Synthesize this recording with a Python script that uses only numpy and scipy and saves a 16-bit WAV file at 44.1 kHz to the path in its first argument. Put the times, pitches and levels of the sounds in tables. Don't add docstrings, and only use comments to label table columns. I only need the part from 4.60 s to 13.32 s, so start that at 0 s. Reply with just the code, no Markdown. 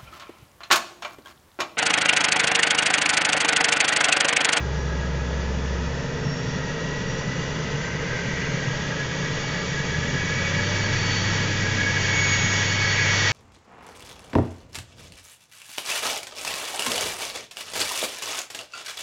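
import sys
import numpy as np
from scipy import signal
from scipy.fft import rfft, irfft, next_fast_len
from scipy.io import wavfile
from scipy.ndimage import uniform_filter1d

SR = 44100
rng = np.random.default_rng(int(sys.argv[2]) if len(sys.argv) > 2 else 0)


def persist_wave(psi):
    counts = np.round(np.clip(psi, -1, 1) * 32767).astype(np.int16)
    wavfile.write(sys.argv[1], SR, np.atleast_2d(counts).T)


N = 384552
HZ = np.maximum(np.fft.rfftfreq(N, 1 / SR), 1)
CUTOFF_HZ = 7600
REF_FLOW_DB = -30

# [t/s, firing rate/Hz, boom level before cab/dB]
ENGINE = [(0, 66.8, -28.5), (1.15, 67.5, -27.5), (1.35, 69, -31), (1.55, 72, -41.5), (5.2, 72.4, -47),
          (5.35, 77.5, -32), (5.55, 88, -37), (5.85, 91.8, -33.5), (6.0, 96, -29.5), (6.14, 100, -28.5),
          (6.8, 100.3, -28.5), (7.2, 98.3, -30), (8.72, 100.1, -28)]
# [f/Hz, level per Hz/dB]
RUMBLE = [(25, -63), (55, -65), (80, -59), (100, -63.5), (125, -49.5), (168, -50), (220, -61.5),
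          (330, -66.5), (450, -60.5), (600, -65.5), (750, -78), (1300, -72), (2200, -87.5), (7000, -122.5)]
# [multiple of firing rate, panel f/Hz, full width at half gain/Hz, mean level at resonance/dB]
PANELS = [(3, 305, 24, -47), (2, 158, 35, -35)]
# [t/s, bass level change/dB]
BASS_SURGES = [(0.288, -1), (0.981, 7), (1.672, 8.5), (1.705, 9.5), (1.828, 5), (1.879, 7.5), (1.961, 6.5),
               (2.039, 4.5), (2.245, 3), (2.409, 8), (2.498, 4), (2.559, 4), (2.687, 9), (2.795, 9.5),
               (2.972, 4.5), (3.017, 6), (3.064, 3), (3.154, 6.5), (3.195, 7), (3.359, 5), (3.472, 4.5),
               (3.68, 10), (3.889, 4.5), (3.947, 6.5), (4.082, 5), (4.623, 5), (4.714, 5.5), (5.201, 5),
               (5.389, 7), (5.546, 9), (5.772, 5), (5.957, 8), (6.007, 4.5), (6.34, 6.5), (6.679, 0.5),
               (6.829, 6), (7.015, 5.5), (7.17, 5), (7.848, 10.5), (8.453, 2.5)]
# [peak t/s, length/s, multiple of firing rate, level/dB]
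PULL = [(4.1, 0.22, 2, -37), (5.5, 0.24, 3, -39), (6.02, 0.38, 6, -39.5)]
# [f/Hz, full width at half the dB/Hz, level/dB]
CAB = [(766, 56, -4), (872, 265, 8), (1121, 47, -8), (1278, 16, 6), (1573, 14, 4.5), (1672, 55, 5),
       (1920, 125, 9), (2150, 35, -11), (2315, 140, 3), (2480, 50, 8), (2441, 54, -9.5), (2846, 120, 6.5),
       (3424, 240, 6), (3990, 34, 4), (4563, 79, 6), (4885, 121, 5), (5080, 190, -5), (5705, 140, 7),
       (5770, 90, -7), (6155, 240, 5.5), (6270, 78, -7), (6810, 102, 3)]
# [t/s, turns per s/Hz]
SPOOL = [(0, 1668), (0.5, 1708), (1.2, 1778), (1.8, 1849), (3, 2021), (3.9, 2144), (4.5, 2223), (4.8, 2245),
         (5.4, 2259), (6, 2253), (7.2, 2230), (7.8, 2224)]
# [t/s, level/dB]
FLOW = [(0.0, -43.5), (0.05, -43.5), (1.58, -42), (2.13, -40), (3.35, -39.5), (3.69, -38), (5.36, -36),
        (6.58, -31.5), (7.07, -33), (7.75, -29.5), (8.35, -30), (8.72, -26.5)]
# [f/Hz, relative level per Hz/dB]
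RUSH = [(100, -80), (300, -69), (800, -68), (1400, -61), (2000, -59.5), (2600, -62.5), (3500, -64.5),
        (4200, -67), (5600, -66), (6800, -68.5), (7400, -76), (7800, -113)]
# [peak t/s, length/s, howl lift/dB, gush lift/dB]
FLOW_SURGES = [(3.293, 0.27, 2.5, 9), (3.55, 0.19, 6, 4.5), (3.822, 0.49, 4.5, 11), (5.8, 0.9, 6, 5.5),
               (6.25, 0.15, 3, 2), (7.447, 1.0, 9.5, 4.5), (8.411, .25, 6, 9)]
# [multiple of shaft rate, half-width at -6 dB/Hz, level at reference flow/dB, gain per flow dB/dB]
WHIRL = [(.52, 70, -47, 0.6), (.755, 35.3, -44, 1), (.86, 70, -44, 1), (1.42, 170, -41.5, 1.06),
         (2.52, 111.7, -47, 2.1)]
# [mean level at reference flow/dB, gain per flow dB/dB, skirt level relative to tone/dB]
WHISTLE = [(-37, 1.42, -19), (-45.5, 2, -10), (-50, 0.6, -18.5)]
# [peak t/s, length/s, multiple of shaft rate, lift/dB]
SWELLS = [(0.2, 0.13, 1, 8), (.7, .4, 1, -5), (2.65, 0.28, 1, 3), (4.25, 0.38, 1, -12), (4.85, .5, 1, 2),
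          (5.78, 0.33, 1, 5.5), (7.0, .14, 1, -3), (7.25, 0.26, 1, 2.5), (7.65, 0.5, 1, 7.5),
          (8.22, 0.11, 1, 7), (8.6, 0.41, 1, 3), (3.899, 0.31, 2, 9), (4.93, 0.33, 2, 11), (5.6, .22, 2, 4),
          (6.5, 0.69, 2, 13), (6.05, .22, 2, 6.5), (7.6, 0.33, 2, 4), (7.83, 0.063, 2, -10),
          (8.22, 0.38, 2, 8), (8.58, 0.25, 2, 3.5), (0.5, 0.72, 3, -8.5), (1.4, 0.33, 3, 1.5),
          (1.71, 0.13, 3, 12), (1.87, 0.21, 3, 10), (2.5, .45, 3, 3.5), (7.56, 0.35, 3, 10.5),
          (7.84, 0.4, 3, 16), (8.4, .35, 3, 8.5)]
# [t/s, f/Hz]
SIDE_WHISTLE = [(0, 1617), (.6, 1668), (1.5, 1763), (2.15, 1842), (3.1, 1973), (3.7, 2065), (4.55, 2178),
                (5.15, 2243), (6.6, 2219), (7.1, 2263), (8.72, 2261)]
# [peak t/s, length/s, multiple of shaft rate, mean level/dB]
FLARES = [(0.24, .25, 3.385, -57), (1.2, .25, 3.41, -59), (2.55, .35, 3.53, -61), (3.23, .16, 3.435, -57),
          (3.2, .35, .76, -48), (5.15, .8, .527, -52.5)]
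# [peak t/s, mean f/Hz, level/dB]
CHIRPS = [(3.523, 1658, -35), (4.41, 1670, -33.5), (5.346, 1680, -30), (6.804, 1696, -30),
          (7.276, 1680, -27.5), (8.425, 1676, -33)]


def from_db(db):
    return 10 ** (np.asarray(db) / 20)


def in_time(rows):
    t_s, *columns = np.transpose(rows)
    return [np.interp(np.arange(N) / SR, t_s, column) for column in columns]


def colour(points):
    hz, db = np.transpose(points)
    return from_db(np.interp(np.log(HZ), np.log(hz), db))


def noise(gain):
    return irfft(rfft(rng.standard_normal(N)) * gain * np.sqrt(SR / 2), N)


def drift(corner_hz, step=8):
    size = next_fast_len(N // step + 2)
    hz = np.fft.rfftfreq(size, step / SR)
    spectrum = rfft(rng.standard_normal(size)) / (1 + (hz / corner_hz) ** 2)
    slow = irfft(spectrum, size)
    return np.interp(np.arange(N) / step, np.arange(size), slow / slow.std())


def angle(hz):
    return 2 * np.pi * (np.cumsum(hz) / SR + rng.random())


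def tone(phase, rms_db):
    return np.sqrt(2) * from_db(rms_db) * np.sin(phase)


def breathy(phase, half_width_hz):
    return drift(half_width_hz) * np.cos(phase) + drift(half_width_hz) * np.sin(phase)


def swell(peak_s, length_s):
    out = np.zeros(N)
    start = max(0, int((peak_s - 2 * length_s) * SR))
    stop = min(N, int((peak_s + 2 * length_s) * SR))
    near = np.arange(start, stop)
    out[near] = np.exp2(-(2 * (near / SR - peak_s) / length_s) ** 2)
    return out


def resonance(hz, centre_hz, width_hz):
    return 1 / (1 + (2 * (hz - centre_hz) / width_hz) ** 2)


def cab(x):
    db = sum(height_db * resonance(HZ, hz, width_hz) for hz, width_hz, height_db in CAB)
    return irfft(rfft(x) * from_db(db), N)


def engine(firing_hz, boom_db, knock=0.091, half_order_db=-25, rock_db=-42, rock_slowing_db=-20,
           rumble_slowing_db=3.0):
    revs = firing_hz / firing_hz.max()
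    firing = angle(firing_hz)
    crank = firing / 4
    boom = tone(firing, boom_db)
    rock = tone(crank, rock_db + rock_slowing_db * (1 - revs))
    half_order = tone(crank * 3 / 2, boom_db + half_order_db)
    pulsed = (noise(colour(RUMBLE)) + growl(revs)) * (1 + knock * np.cos(firing))
    rumble = pulsed * from_db(rumble_slowing_db * (1 - revs))
    return boom + rock + half_order + surging_bass(panel_tones(firing_hz, firing) + pull(firing) + rumble)


def growl(revs, full_db=-42.5, full_hz=173, half_width_hz=55, steepness=3.6, peak_s=6.6, length_s=2.6,
          lift_db=9.0, upper_hz=330, upper_db=-10):
    lower = breathy(angle(full_hz * revs), half_width_hz)
    upper = from_db(upper_db) * breathy(angle(upper_hz * revs), half_width_hz)
    return from_db(full_db + lift_db * swell(peak_s, length_s)) * revs ** steepness * (lower + upper)


def panel_tones(firing_hz, firing, waver_db=0.82):
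    return sum(tone(round(k) * firing, db + waver_db * drift(8.5)) * resonance(k * firing_hz, hz, width_hz)
               for k, hz, width_hz, db in PANELS)


def drone(idling, panel_hz=450, half_width_hz=12, idle_db=-48, peak_s=3.2, length_s=1.1, lift_db=8):
    level = from_db(idle_db + lift_db * swell(peak_s, length_s))
    return idling * level * breathy(angle(np.full(N, panel_hz)), half_width_hz)


def hum(idling, start_hz=235, creep_hz_per_s=12, top_hz=274, idle_db=-49, peak_s=1.85, length_s=1.2,
        lift_db=9.5):
    hz = np.minimum(start_hz + creep_hz_per_s * np.arange(N) / SR, top_hz)
    return idling * tone(angle(hz), idle_db + lift_db * swell(peak_s, length_s))


def air(flow_db, rush_db=-3.5, rush_follows=1.0, hiss_db=-2.0, hiss_follows=1.026, split_hz=4000,
        flutter_db=0.5):
    high = 1 / (1 + (split_hz / HZ) ** 8)
    rush = noise(colour(RUSH) * np.sqrt(1 - high)) * from_db(rush_db + rush_follows * flow_db)
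    hiss = noise(colour(RUSH) * np.sqrt(high)) * from_db(hiss_db + hiss_follows * flow_db)
    return (rush + hiss) * from_db(flutter_db * drift(10))


def howl(shaft, shaft_hz, flow_db, swirl_ratio=.745, half_width_hz=70, howl_db=-43, howl_power=8.0,
         gush_db=-41, gush_follows=0.95, gush_half_width_hz=260, churn_db=1.5):
    howl_lift_db = sum(db * swell(s, length_s) for s, length_s, db, _ in FLOW_SURGES)
    gush_lift_db = sum(db * swell(s, length_s) for s, length_s, _, db in FLOW_SURGES)
    swirl_level = from_db(howl_db + howl_lift_db) * (shaft_hz / shaft_hz.max()) ** howl_power
    swirl = swirl_level * breathy(swirl_ratio * shaft, half_width_hz)
    gush_level = from_db(gush_db + gush_follows * flow_db + gush_lift_db)
    gush = gush_level * breathy(shaft, gush_half_width_hz)
    return (swirl + gush) * from_db(churn_db * drift(30))


def whirl(shaft, flow_db):
    return sum(from_db(db + follows * flow_db) * breathy(k * shaft, half_width_hz)
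               for k, half_width_hz, db, follows in WHIRL)


def whistle(shaft, flow_db, waver_db=2.0, breath_half_width_hz=28):
    notes = []
    for k, (ref_db, follows, breath_db) in enumerate(WHISTLE, 1):
        lift_db = sum(lift * swell(s, length_s) for s, length_s, multiple, lift in SWELLS
                      if round(multiple) == k)
        db = ref_db + follows * flow_db + lift_db
        clean = tone(k * shaft, db + waver_db * drift(29))
        skirt = from_db(db + breath_db) * breathy(k * shaft, breath_half_width_hz)
        notes.append(clean + skirt)
    return cab(notes[0]) + sum(notes[1:])


def side_whistle(flow_db, low_db=-52, fade_db_per_s=2.0, peak_s=.33, length_s=0.41, lift_db=7,
                 top_db=-51, follows=.55, waver_db=3.0, top_s=2.4, attack_s=0.14, flare_db=8.5):
    hz, = in_time(SIDE_WHISTLE)
    t_s, phase = np.arange(N) / SR, angle(hz)
    low = tone(phase, low_db - fade_db_per_s * t_s + lift_db * swell(peak_s, length_s))
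    attack = np.clip((t_s - top_s) / attack_s, 0, 1)
    db = top_db + follows * flow_db + flare_db * swell(top_s + attack_s, attack_s)
    top = attack * tone(3 * phase, db)
    return (cab(low) + top) * from_db(waver_db * drift(9.7))


def side_tones(shaft, waver_db=4.0):
    flares = sum(swell(s, length_s) * tone(k * shaft, db) for s, length_s, k, db in FLARES)
    return flares * from_db(waver_db * drift(12))


def surging_bass(x, low_hz=105, high_hz=230, between_db=-1.5, surge_s=0.024, evenness=.62, average_s=0.04):
    bass = irfft(rfft(x) / (1 + (low_hz / HZ) ** 10) / (1 + (HZ / high_hz) ** 10), N)
    fast_power, slow_power = (uniform_filter1d(bass ** 2, int(s * SR) + 1) + 1e-12
                              for s in (average_s, 20 * average_s))
    levelling = (slow_power / fast_power) ** (evenness / 2)
    change_db = between_db + sum(db * swell(s, surge_s) for s, db in BASS_SURGES)
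    return x - bass + bass * levelling * from_db(change_db)


def chirps(length_s=0.044, wander_hz=14):
    hz, _ = in_time(CHIRPS)
    strength = sum(from_db(db) * swell(s, length_s) for s, _, db in CHIRPS)
    return strength * tone(angle(hz + wander_hz * drift(35)), 0)


def pull(firing):
    return sum(swell(s, length_s) * tone(round(k) * firing, db) for s, length_s, k, db in PULL)


def scene(wobble_hz=0.55, idle_hz=72, idle_width_hz=30):
    firing_hz, boom_db = in_time(ENGINE)
    shaft_hz, = in_time(SPOOL)
    flow_db = in_time(FLOW)[0] - REF_FLOW_DB
    idling = resonance(firing_hz, idle_hz, idle_width_hz)
    shaft = angle(shaft_hz + wobble_hz * drift(9.2))
    motor = engine(firing_hz, boom_db) + drone(idling)
    flow_noise = air(flow_db) + howl(shaft, shaft_hz, flow_db) + whirl(shaft, flow_db)
    whistles = whistle(shaft, flow_db) + side_whistle(flow_db) + side_tones(shaft)
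    mono = cab(motor + flow_noise) + hum(idling) + whistles + chirps()
    return np.array([mono, mono])


def record(dry):
    return signal.sosfilt(signal.ellip(10, .2, 80, CUTOFF_HZ, fs=SR, output="sos"), dry)


dry = scene()
out = record(dry)
persist_wave(out)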